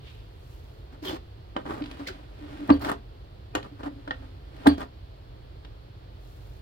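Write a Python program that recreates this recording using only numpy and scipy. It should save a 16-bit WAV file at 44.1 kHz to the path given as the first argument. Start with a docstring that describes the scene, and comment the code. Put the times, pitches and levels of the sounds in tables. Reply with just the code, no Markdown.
"""A plywood coop door, pulled up by a cord and let down twice, close to a two-port stereo microphone.
Spring-loaded latch bars scrape and clack, the panel rubs and shudders in its wooden rails, and each time
it lands hard and booms, shaking its springs and hook. Faint handling rustles come at the start and end.
The room has a short tail, and a low steady hum lies behind everything."""
import sys
import numpy as np
from scipy import signal
from scipy.fft import rfft, irfft, next_fast_len
from scipy.io import wavfile

SR = 44100
rng = np.random.default_rng(int(sys.argv[2]) if len(sys.argv) > 2 else 0)


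def unload_audio(sound):
    """Save the sound as a 16-bit wav file, at the path given as the first command line argument."""
    columns = np.transpose(np.atleast_2d(sound))
    # keep every value between -1 and 1, then stretch to whole-number steps
    steps = np.round(np.clip(columns, -1, 1) * 32767)
    wavfile.write(sys.argv[1], SR, steps.astype(np.int16))


N = 291581

# the door hits its sill: t/s, level/dB, edge near 3.5 kHz/dB, fizz above 8 kHz/dB, springs/dB, hook/dB
LANDINGS = [(2.702, -8, -6, -28.5, -47, -64), (4.669, -7, 1.5, -6, -43, -44)]
# upper modes of the plywood, rung by sharp contacts: f/Hz, level/dB, t60/s
BOARD_MODES = [(410.3, -9.5, 0.21), (517, -2, 0.16), (580, -2.5, 0.15), (624.6, -5, 0.12),
               (693, -4.5, 0.22), (784, 4, 0.061), (878, -7.5, 0.14), (986, 6.5, 0.044), (1139, 3.5, 0.044),
               (1244, 1, 0.05), (1410, -7.5, 0.049), (1587, -8.5, 0.098), (1836, -12, 0.1),
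               (2460, -24, 0.075)]
# modes of a latch bar: f/Hz, level/dB, t60/s
LATCH_MODES = [(1437, 7.5, 0.014), (1744, -17, 0.019), (2740, -26, 0.043), (3050, -12, 0.034),
               (3450, -9.5, 0.033), (4206, -22, 0.034)]
# how alike diffuse sound is at the two ports: f/Hz, coherence/0..1
PORT_COHERENCE = [(150, 0.96), (300, 0.85), (600, 0.9), (1400, 0.22), (3000, 0.027), (8000, 0.25)]


def landings(build_s=0.019):
    """The door lands corners first; the hook rattles and the shock builds up in the chattering springs."""
    # dull touches of the corners: t before the blow/s, drop below the blow/dB
    corners = [(0.0098, 5), (0.004155, 2)]
    # the hook bounces in its loop: t after the blow/s, level/dB
    hook_bounces = [(0.001, 0.5), (0.0035, -4.5), (0.0085, -6), (0.019, -14)]
    # modes of the steel hook: f/Hz, level/dB, t60/s
    hook_modes = [(8660, 8, 0.045), (8740, 0, .03), (11000, 1.5, 0.053), (11800, -5, 0.055),
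                  (12700, -2.5, 0.06), (13990, 4, 0.04), (14000, 4, .035), (14400, -1, .025)]
    # spring modes, the low ones mostly slower along the coils: f/Hz, level/dB, t60/s, arrival/s
    spring_modes = [(2310, -6, 0.16, 0.01), (2900, -10, .19, 0.02), (3260, -2, 0.23, 0.028),
                    (3530, -8, 0.12, 0.012), (4020, -7, 0.16, 0.01), (4150, -8, 0.17, 0.0053),
                    (4500, 8, 0.11, 0.0073), (4450, -4.5, 0.11, 0.0062), (4510, 1, 0.16, 0.009),
                    (4630, 4, 0.09, 0.008), (4830, -11, 0.11, 0.006), (5270, -10, 0.1, 0.0036)]
    out = np.zeros((2, N))
    for s, db, edge_db, fizz_db, spring_db, hook_db in LANDINGS:
        for ahead, below_db in corners:
            add(out, *contact(s - ahead, db - below_db, edge_db=-16, fizz_db=-21))
        add(out, *contact(s, db, edge_db, fizz_db))
        for delay, bounce_db in hook_bounces:
            add(out, s + delay, amp(hook_db + bounce_db) * ring(hook_modes, detune=0.004))
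        for hz, level, t60, arrival in spring_modes:
            fed = np.exp(np.log(1000) * build_s / t60)  # the coils are fed while they build up
            coil = ring([(hz, level, t60)], detune=0.0016, attack_s=build_s)
            chatter = unsteady(coil.shape[1], depth_db=3, span_s=0.003)
            add(out, s + arrival, fed * amp(spring_db) * coil * chatter)
    return out


def booms(delay_s=0.00984, build_s=0.011, boom_db=3.5, slap_db=-19, tuning=1.005, sag_per_s=0.24):
    """After a landing the panel's low modes swell, beat and sag in pitch; every swing slaps the rails."""
    # low modes of the plywood panel: f/Hz, level/dB, t60/s
    panel_modes = [(79.8, -23.5, 0.84), (193, -19.5, 0.071), (228.4, -17.5, 0.091), (265.6, -15, 0.24),
                   (287, -2.5, 0.17), (309, -19.5, 0.15)]
    # colour of the panel against its rails: f/Hz, level/dB
    slap_colour = [(280, -2), (450, 8), (1000, -10.5), (2000, -4)]
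    seated_s, seated_db_per_s = 0.077, 330  # extra damping once the door sits on its sill
    out, t = np.zeros((2, N)), np.arange(26000) / SR - .1
    age = np.maximum(t, 0)
    rise = np.exp(-(np.minimum(t, 0) / build_s) ** 2)
    damping = amp(-seated_db_per_s * np.maximum(t - seated_s, 0))
    sagging = tuning * (t - sag_per_s * age ** 2 / 2)
    modes = sum(amp(level) * np.cos(2 * np.pi * hz * sagging) * decay(age, t60)
                for hz, level, t60 in panel_modes)
    swing = rise * damping * modes
    for s, db, *_ in LANDINGS:
        buzz = np.maximum(swing, 0) * grains(len(t))
        slaps = coloured(wooden(buzz, edge_db=-12, fizz_db=-24), slap_colour)
        add(out, s + delay_s + t[0], amp(db + boom_db) * (swing + amp(slap_db) * slaps))
    return out


def clacks(rebound_s=0.00535, rebound_db=-5.5, dull_db=-4.5, latch_db=-6, ring_per_edge=0.58):
    """A latch bar hits the wood and rebounds softer and duller; the harder its edge, the more it rings."""
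    # strikes of the bars: t/s, level/dB, edge/dB, fizz/dB
    strikes = [(1.058, -46, -19, -11), (1.094, -31, -1, -4), (1.1075, -31.5, -8, -14),
               (1.128, -36, -10, -13), (1.564, -18.5, -5.5, -17), (1.654, -33, -19, -22),
               (1.663, -31, -6, -21), (1.696, -31, -9, -8), (1.7071, -25, -7, -10), (1.7365, -32.5, -5, -6),
               (2.8027, -35, -11, -16), (2.8475, -22, -0.5, -4), (2.887, -25, 1, -3),
               (2.896, -20.5, -5, -3), (2.9147, -17.5, -11.5, -4), (3.551, -18, 4.5, -2),
               (3.8319, -37.5, 8, -16), (4.076, -28, -3, -14), (4.1077, -24, 5.5, -17),
               (4.805, -29.5, -6, -3), (4.814, -26, -2, -10)]
    out = np.zeros((2, N))
    for s, db, edge_db, fizz_db in strikes:
        add(out, *contact(s, db, edge_db, fizz_db))
        add(out, *contact(s + rebound_s, db + rebound_db, edge_db + dull_db, fizz_db + dull_db))
        add(out, s, amp(db + latch_db + ring_per_edge * edge_db) * ring(LATCH_MODES, detune=0.019))
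    return out


def clinks():
    """The hardest clacks ring brief notes in the hardware, quickly damped by the wood."""
    # notes of steel or wood: t/s, f/Hz, level/dB, t60/s
    notes = [(1.564, 3070, -30, 0.03), (1.7065, 1070, -25.5, 0.018), (2.848, 1750, -27, 0.017),
             (2.9152, 904, -15, 0.016), (3.5512, 2900, -25, 0.033), (3.552, 6900, -19.5, 0.0079),
             (3.552, 3140, -28, 0.04), (3.552, 1860, -32, 0.12), (4.108, 1845, -23.5, 0.038),
             (4.108, 1305, -18, 0.02)]
    out = np.zeros((2, N))
    for s, hz, db, t60 in notes:
        add(out, s, amp(db) * ring([(hz, 0, t60)]))
    return out


def scrapes(steel_fade_db=7, size=32768):
    """A latch bar slides along its slot, swelling or easing as it passes from steel to wood."""
    # strokes: t/s, length/s, wood/dB, steel/dB, swell over the stroke/dB, sparkle above 11 kHz/dB
    slides = [(0.927, 0.031, -49.5, -66, -3, 0), (1.03, 0.022, -43, -48.5, 6, 4),
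              (1.052, 0.045, -37, -41.5, 8, 7.5), (1.104, 0.06, -39, -46.5, -2.5, 2),
              (1.582, 0.031, -44.5, -74, -1, -2), (1.655, 0.057, -35, -63, 7, 0),
              (1.719, 0.09, -38, -60, -2, 5), (1.995, 0.028, -43, -62, -4, 2),
              (2.074, 0.011, -49, -36, 5.5, -1), (2.812, 0.031, -34, -48, 4.5, 8),
              (2.847, 0.045, -31.5, -44, 9.5, 4), (2.918, 0.026, -38.5, -51, -3.5, -7),
              (3.559, 0.042, -35.5, -58, -14, 0), (3.645, 0.018, -42.5, -63, -2.5, 0),
              (3.794, 0.015, -42, -65, 4, 0), (3.834, 0.035, -35, -60.5, 2.5, 4),
              (4.222, 0.026, -51.5, -76, -2, 0), (4.779, 0.054, -36.5, -53.5, 2, 2)]
    # a light stroke hardly moves the panel: f/Hz, gain/dB
    bass_cut = [(250, -3), (450, -1.5), (900, 0.5)]
    out, t = np.zeros((2, N)), (np.arange(size) - size // 2) / SR
    for s, length, wood_db, steel_db, swell_db, sparkle_db in slides:
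        travel = np.clip(t / length, 0, 1) - .5
        wood = coloured(wooden(grains(size), edge_db=-9, fizz_db=-11), bass_cut)
        steel = coloured(steely(grains(size)), [(9000, 0), (11500, sparkle_db)])
        rub = amp(wood_db) * wood + amp(steel_db - steel_fade_db * travel) * steel
        add(out, s + t[0], amp(swell_db * travel) * stroke(t, length) * rub)
    return out


def squeaks(size=16384):
    """Friction drives a few resonances of dry steel, which glide as the contact point moves."""
    # rough squeaks: t/s, length/s, f/Hz, level/dB, glide/share of the pitch
    slips = [(1.054, 0.0069, 3170, -41, -0.0016), (1.075, 0.0184, 3220, -37, -0.05),
             (2.071, 0.02, 1960, -40, -0.31), (2.073, 0.01, 4260, -45.5, -0.048),
             (2.818, 0.0079, 4230, -52, -0.023), (2.887, 0.015, 1160, -30.5, 0.019),
             (3.648, 0.0069, 1210, -47, -0.066)]
    # resonances of a squeak: ratio to its pitch, width/Hz, level/dB
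    modes = [(1, 184, -3), (1.11, 150, -5), (1.51, 250, -22)]
    out, t = np.zeros((2, N)), (np.arange(size) - size // 2) / SR
    for s, length, hz, db, glide in slips:
        peaks = sum(amp(level) * peak(bins(t), hz * ratio, width / 2) for ratio, width, level in modes)
        held = irfft(rfft(grains(size)) * peaks, size)
        shift_hz = hz * glide * np.clip(t / length, 0, 1)
        gliding = (signal.hilbert(held) * np.exp(2j * np.pi * np.cumsum(shift_hz) / SR)).real
        add(out, s + t[0], amp(db) * stroke(t, length) * evened(gliding))
    return out


def shudders(size=16384):
    """Stick and slip in the rails drive the panel near its main resonance, at an unsteady pitch."""
    # short groans: t/s, length/s, f/Hz, level/dB
    groans = [(1.029, 0.0041, 310, -32), (1.059, 0.039, 370, -33.5), (1.132, 0.0085, 328, -26),
              (1.153, 0.012, 410, -44), (1.569, 0.0074, 318, -30.5), (1.813, 0.016, 298, -26),
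              (1.999, 0.02, 282, -32), (2.093, 0.014, 365, -34), (2.416, 0.045, 295, -38),
              (2.522, 0.037, 300, -40), (2.594, 0.016, 295, -36), (2.617, 0.02, 290, -30),
              (3.561, 0.006, 290, -34), (3.721, 0.0088, 290, -40.5), (3.865, 0.015, 296, -27),
              (3.913, 0.02, 280, -35), (3.953, 0.035, 285, -47), (4.084, 0.011, 300, -36),
              (4.205, 0.052, 270, -47)]
    # harmonics of a groan: multiple, level/dB
    harmonics = [(1, -2), (2, -18), (3, -32)]
    out, t = np.zeros((2, N)), (np.arange(size) - size // 2) / SR
    for s, length, hz, db in groans:
        turns = np.cumsum(hz * unsteady(size, depth_db=0.3, span_s=0.00794)) / SR
        groan = sum(amp(level) * np.sin(2 * np.pi * (k * turns + rng.random())) for k, level in harmonics)
        add(out, s + t[0], amp(db) * stroke(t, length) * groan)
    return out


def rails():
    """The panel rubs softly along its wooden rails as it rises and sinks."""
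    # strength of the rubbing, one curve for each lift: t/s, level/dB
    lifts = [
        [(1.62, -62), (1.85, -47.5), (2.13, -47.5), (2.28, -59.5), (2.5, -47), (2.68, -47), (2.78, -46)],
        [(3.57, -62), (3.95, -62), (4.25, -55), (4.42, -64.5), (4.62, -48), (4.75, -44)],
    ]
    t = np.arange(N) / SR
    pressure = sum(amp(np.interp(t, *np.transpose(lift), left=-np.inf, right=-np.inf)) for lift in lifts)
    waver = unsteady(N, depth_db=0.5, span_s=0.0082)
    rub = wooden(grains(next_fast_len(N)), edge_db=3, fizz_db=-4)[:, :N]
    return pressure * waver * rub


def ticks(edge_db=11):
    """Small bright contacts as the cord's tension shifts."""
    # touches of cord, pulleys and springs: t/s, level/dB, fizz/dB
    touches = [(1.82, -37, -23), (1.8393, -38.5, -7), (1.858, -37, -8), (1.9122, -37, 1),
               (2.675, -48.5, 10), (2.738, -50.5, 11.5), (2.794, -49, 9), (2.818, -51, 18),
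               (3.628, -38.5, -5), (4.564, -49, 3), (5.648, -41, -11)]
    out = np.zeros((2, N))
    for s, db, fizz_db in touches:
        add(out, *contact(s, db, edge_db, fizz_db))
    return out


def rustles():
    """Handling near the microphone: faint, uneven swells of rubbing."""
    # swells: t of the crest/s, half-length/s, swish/dB, hiss/dB
    swells = [(0.077, 0.04, -56.5, -89), (0.12, 0.16, -62, -73.5), (0.584, 0.24, -74, -67.5),
              (6.387, 0.2, -81, -68)]
    # colour of the swish: f/Hz, level/dB
    swish_colour = [(900, -13), (2000, -6.5), (2900, 0), (3700, -2.5), (5000, -13), (6500, -25),
                    (15000, -40)]
    # colour of the high hiss: f/Hz, level/dB
    hiss_colour = [(3000, -5), (5500, 5), (9000, -2.5), (13000, 3), (16000, 1)]
    t, size = np.arange(N) / SR, next_fast_len(N)
    swish = evened(coloured(grains(size), swish_colour))[:, :N]
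    hiss = evened(coloured(grains(size), hiss_colour))[:, :N]
    rubbing = sum(np.exp(-((t - s) / half) ** 2) * (amp(swish_db) * swish + amp(hiss_db) * hiss)
                  for s, half, swish_db, hiss_db in swells)
    return rubbing * unsteady(N, depth_db=2.0, span_s=0.089)


def room(x, onset_s=0.0088, size=20000):
    """A short dense tail from the coop and the walls around it."""
    # reverberation time: f/Hz, t60/s
    tail_t60s = [(200, 0.27), (1000, 0.12), (4000, 0.2), (12000, 0.21)]
    # strength of the reflections: f/Hz, gain/dB
    send = [(100, -3.5), (300, -10), (900, -8.5), (2000, -8.5), (4000, -9), (10000, -20.5)]
    rise = 1 - np.exp(-np.arange(size) / SR / onset_s)
    tail = dying(diffuse(rng.standard_normal((2, size))), tail_t60s) * rise
    tail /= np.linalg.norm(tail[0])
    return signal.fftconvolve(coloured(x, send), tail, axes=1)[:, :N]


def hum(level_db=-44.5):
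    """Room tone: a steady low drone under a faint hiss of air."""
    # colour of hum and air: f/Hz, level/dB
    room_tone = [(20, -20), (33, -16.5), (46, 1.5), (62, -1.5), (82, -3), (115, -3), (150, -14.5),
                 (220, -24.5), (330, -18.5), (600, -21.5), (1100, -29.5), (2100, -37), (3400, -35),
                 (3900, -37.5), (4300, -35), (5000, -42.5), (6200, -53), (9000, -59), (15000, -54)]
    noise = diffuse(rng.standard_normal((2, next_fast_len(N))))
    return amp(level_db) * evened(coloured(noise, room_tone))[:, :N]


def contact(s, db, edge_db, fizz_db, board_db=-16, attack_s=0.00074, size=4096):
    """A short crack that leaves the board ringing; returns (start/s, sound)."""
    # decay of the crack itself: f/Hz, t60/s
    crack_t60s = [(200, 0.023), (1000, 0.031), (3500, 0.037), (9000, 0.042)]
    noise = evened(rng.standard_normal(size) + diffuse(rng.standard_normal((2, size))))
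    crack = dying(noise, crack_t60s) * (1 - np.exp(-np.arange(size) / SR / attack_s))
    lead_in = ((0, 0), (size, 0))  # space for the wood filter to spread into
    sound = np.pad(amp(board_db) * ring(BOARD_MODES, detune=0.0031), lead_in)
    add(sound, 0, wooden(np.pad(crack, lead_in), edge_db, fizz_db))
    return s - size / SR, amp(db) * sound


def wooden(x, edge_db, fizz_db, resonance_db=5):
    """Wood colour with the board's resonances; harder, more metallic contact adds edge and fizz."""
    # colour of wood contacts: f/Hz, level/dB
    wood_colour = [(25, -28), (70, -3), (190, 3), (280, 14), (450, -0.5), (750, 0.5), (1350, -3.5),
                   (1900, -5.5), (2500, -9.5), (3200, -9), (4700, -16.5), (6400, -22.5), (8300, -22),
                   (10000, -22), (14500, -24.5)]
    hz = bins(x)
    peaks = sum(peak(hz, mode, half_width_hz=22) for mode, _, _ in BOARD_MODES)
    wood = evened(amp(read(wood_colour, hz) + resonance_db * peaks))
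    hardness = [(1300, 0.009), (2800, edge_db), (4800, edge_db), (8000, fizz_db), (14500, 1.64 * fizz_db)]
    return irfft(rfft(x) * wood * amp(read(hardness, hz)), x.shape[-1])


def steely(x, resonance_db=7):
    """Steel colour with the latch bar's resonances."""
    # colour of rubbing steel: f/Hz, level/dB
    steel_colour = [(150, 0), (370, 13), (600, 9.5), (1100, -30), (1800, 4), (2500, 4), (3200, 1.5),
                    (4700, 4.5), (6400, -6.5), (8300, -10.5), (10000, -17.5), (14500, -12)]
    hz = bins(x)
    peaks = sum(peak(hz, mode, half_width_hz=35) for mode, _, _ in LATCH_MODES)
    steel = evened(amp(read(steel_colour, hz) + resonance_db * peaks))
    return irfft(rfft(x) * steel, x.shape[-1])


def ring(modes, detune=0, attack_s=0.00079, size=16384):
    """Damped sines, the high ones with their own phase at each port; shifting contacts detune them."""
    t, out = np.arange(size) / SR, np.zeros((2, size))
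    for hz, db, t60 in modes:
        apart = 1 - read(PORT_COHERENCE, hz)
        pitch = hz * (1 + detune * rng.uniform(-1, 1))
        turns = pitch * t + rng.random() + apart * rng.random((2, 1))
        out += amp(db) * decay(t, t60) * np.sin(2 * np.pi * turns)
    return out * (1 - np.exp(-(t / attack_s) ** 2))


def grains(size, snags_per_s=1000, snag_db=4, smooth=0.49):
    """Friction: fibres snag and let go in a dense stream."""
    snagged = rng.random(size) < snags_per_s / SR
    strength = amp(snag_db * np.minimum(rng.exponential(1, size), 3))
    return evened(diffuse((snagged * strength + smooth) * rng.standard_normal((2, size))))


def stroke(t, length, grip_s=0.0038, release_s=0.012):
    """Pressure of a sliding contact: it grips, judders while it holds, and lets go."""
    judder = unsteady(len(t), depth_db=2, span_s=0.0034)
    return judder * np.exp(np.minimum(t, 0) / grip_s - np.maximum(t - length, 0) / release_s)


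def unsteady(size, depth_db, span_s):
    """A factor that wanders at random, with a new value every span_s."""
    steps = np.arange(size) / SR / span_s
    return amp(depth_db * np.interp(steps, np.arange(8192), rng.standard_normal(8192)))


def diffuse(pair):
    """Makes two unrelated signals alike in the bass, as two nearby ports hear them."""
    a, b = rfft(pair)
    same = read(PORT_COHERENCE, bins(pair))
    return irfft(np.array([a, same * a + np.sqrt(1 - same ** 2) * b]), pair.shape[-1])


def dying(x, t60s):
    """Splits x into octave bands and lets each die at its own speed."""
    t, centres = np.arange(x.shape[-1]) / SR, np.geomspace(100, 12800, 8)
    spectrum = rfft(x)
    bands = (irfft(spectrum * read(np.c_[centres, share], bins(x)), len(t)) for share in np.eye(8))
    return sum(band * decay(t, read(t60s, hz)) for hz, band in zip(centres, bands))


def decay(t, t60):
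    """Falls by 60 dB in t60 seconds."""
    return np.exp(-np.log(1000) * t / t60)


def peak(hz, centre_hz, half_width_hz):
    """A resonance curve of height 1."""
    return 1 / (1 + ((hz - centre_hz) / half_width_hz) ** 2)


def coloured(x, points):
    """Filters x by a table of f/Hz, gain/dB."""
    return irfft(rfft(x) * amp(read(points, bins(x))), x.shape[-1])


def read(points, hz):
    """Reads a table on a log-frequency axis."""
    f, value = np.transpose(points)
    return np.interp(np.log(hz + 1), np.log(f + 1), value)


def bins(x):
    """Frequencies of the spectrum of x."""
    return np.fft.rfftfreq(x.shape[-1], 1 / SR)


def amp(db):
    """Decibels to gain."""
    return 10 ** (np.asarray(db) / 20)


def evened(x):
    """Scales to rms 1."""
    return x / np.sqrt(np.mean(x ** 2) + 1e-20)


def add(mix, s, sound):
    """Mixes a sound in at time s."""
    part = mix[:, max(round(s * SR), 0):][:, :sound.shape[-1]]
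    part += sound[..., :part.shape[-1]]


def scene():
    """The door up close, its contacts with their room tail, then handling and room tone."""
    contacts = landings() + clacks() + ticks() + scrapes() + squeaks() + clinks() + rails() + shudders()
    return contacts + room(contacts) + booms() + rustles() + hum()


def record(dry, ceiling=0.97, cutoff_hz=16000):
    """The left port hears first and each port has its own colour; peaks round off and the top is cut."""
    # balance of the ports: f/Hz, left minus right/dB
    balance = [(100, -1.8), (400, -0.5), (900, 0), (1700, -0.5), (4400, -3.5), (6300, 6.5), (8600, 7),
               (10000, 8), (11000, -9.5), (12500, 8.5), (14500, 1.5)]
    # phase by which the left port leads: f/Hz, lead/rad
    phase_lead = [(0, 0.42), (80, 0.22), (290, 0.62), (520, 1.946), (800, 2.42), (1300, 3.73), (2500, 8.0),
                  (16000, 35.3)]
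    hz = bins(dry)
    lead = np.interp(hz, *np.transpose(phase_lead))
    left = amp(read(balance, hz) / 2) * np.exp(.5j * lead)
    ports = irfft(rfft(dry) * np.array([left, 1 / left]), N)
    rounded = ports / (1 + (ports / ceiling) ** 12) ** (1 / 12)
    lowpass = signal.firwin(511, cutoff_hz, window=("kaiser", 9), fs=SR)
    return signal.oaconvolve(rounded, lowpass[None], "same")


dry = scene()
out = record(dry)
unload_audio(out)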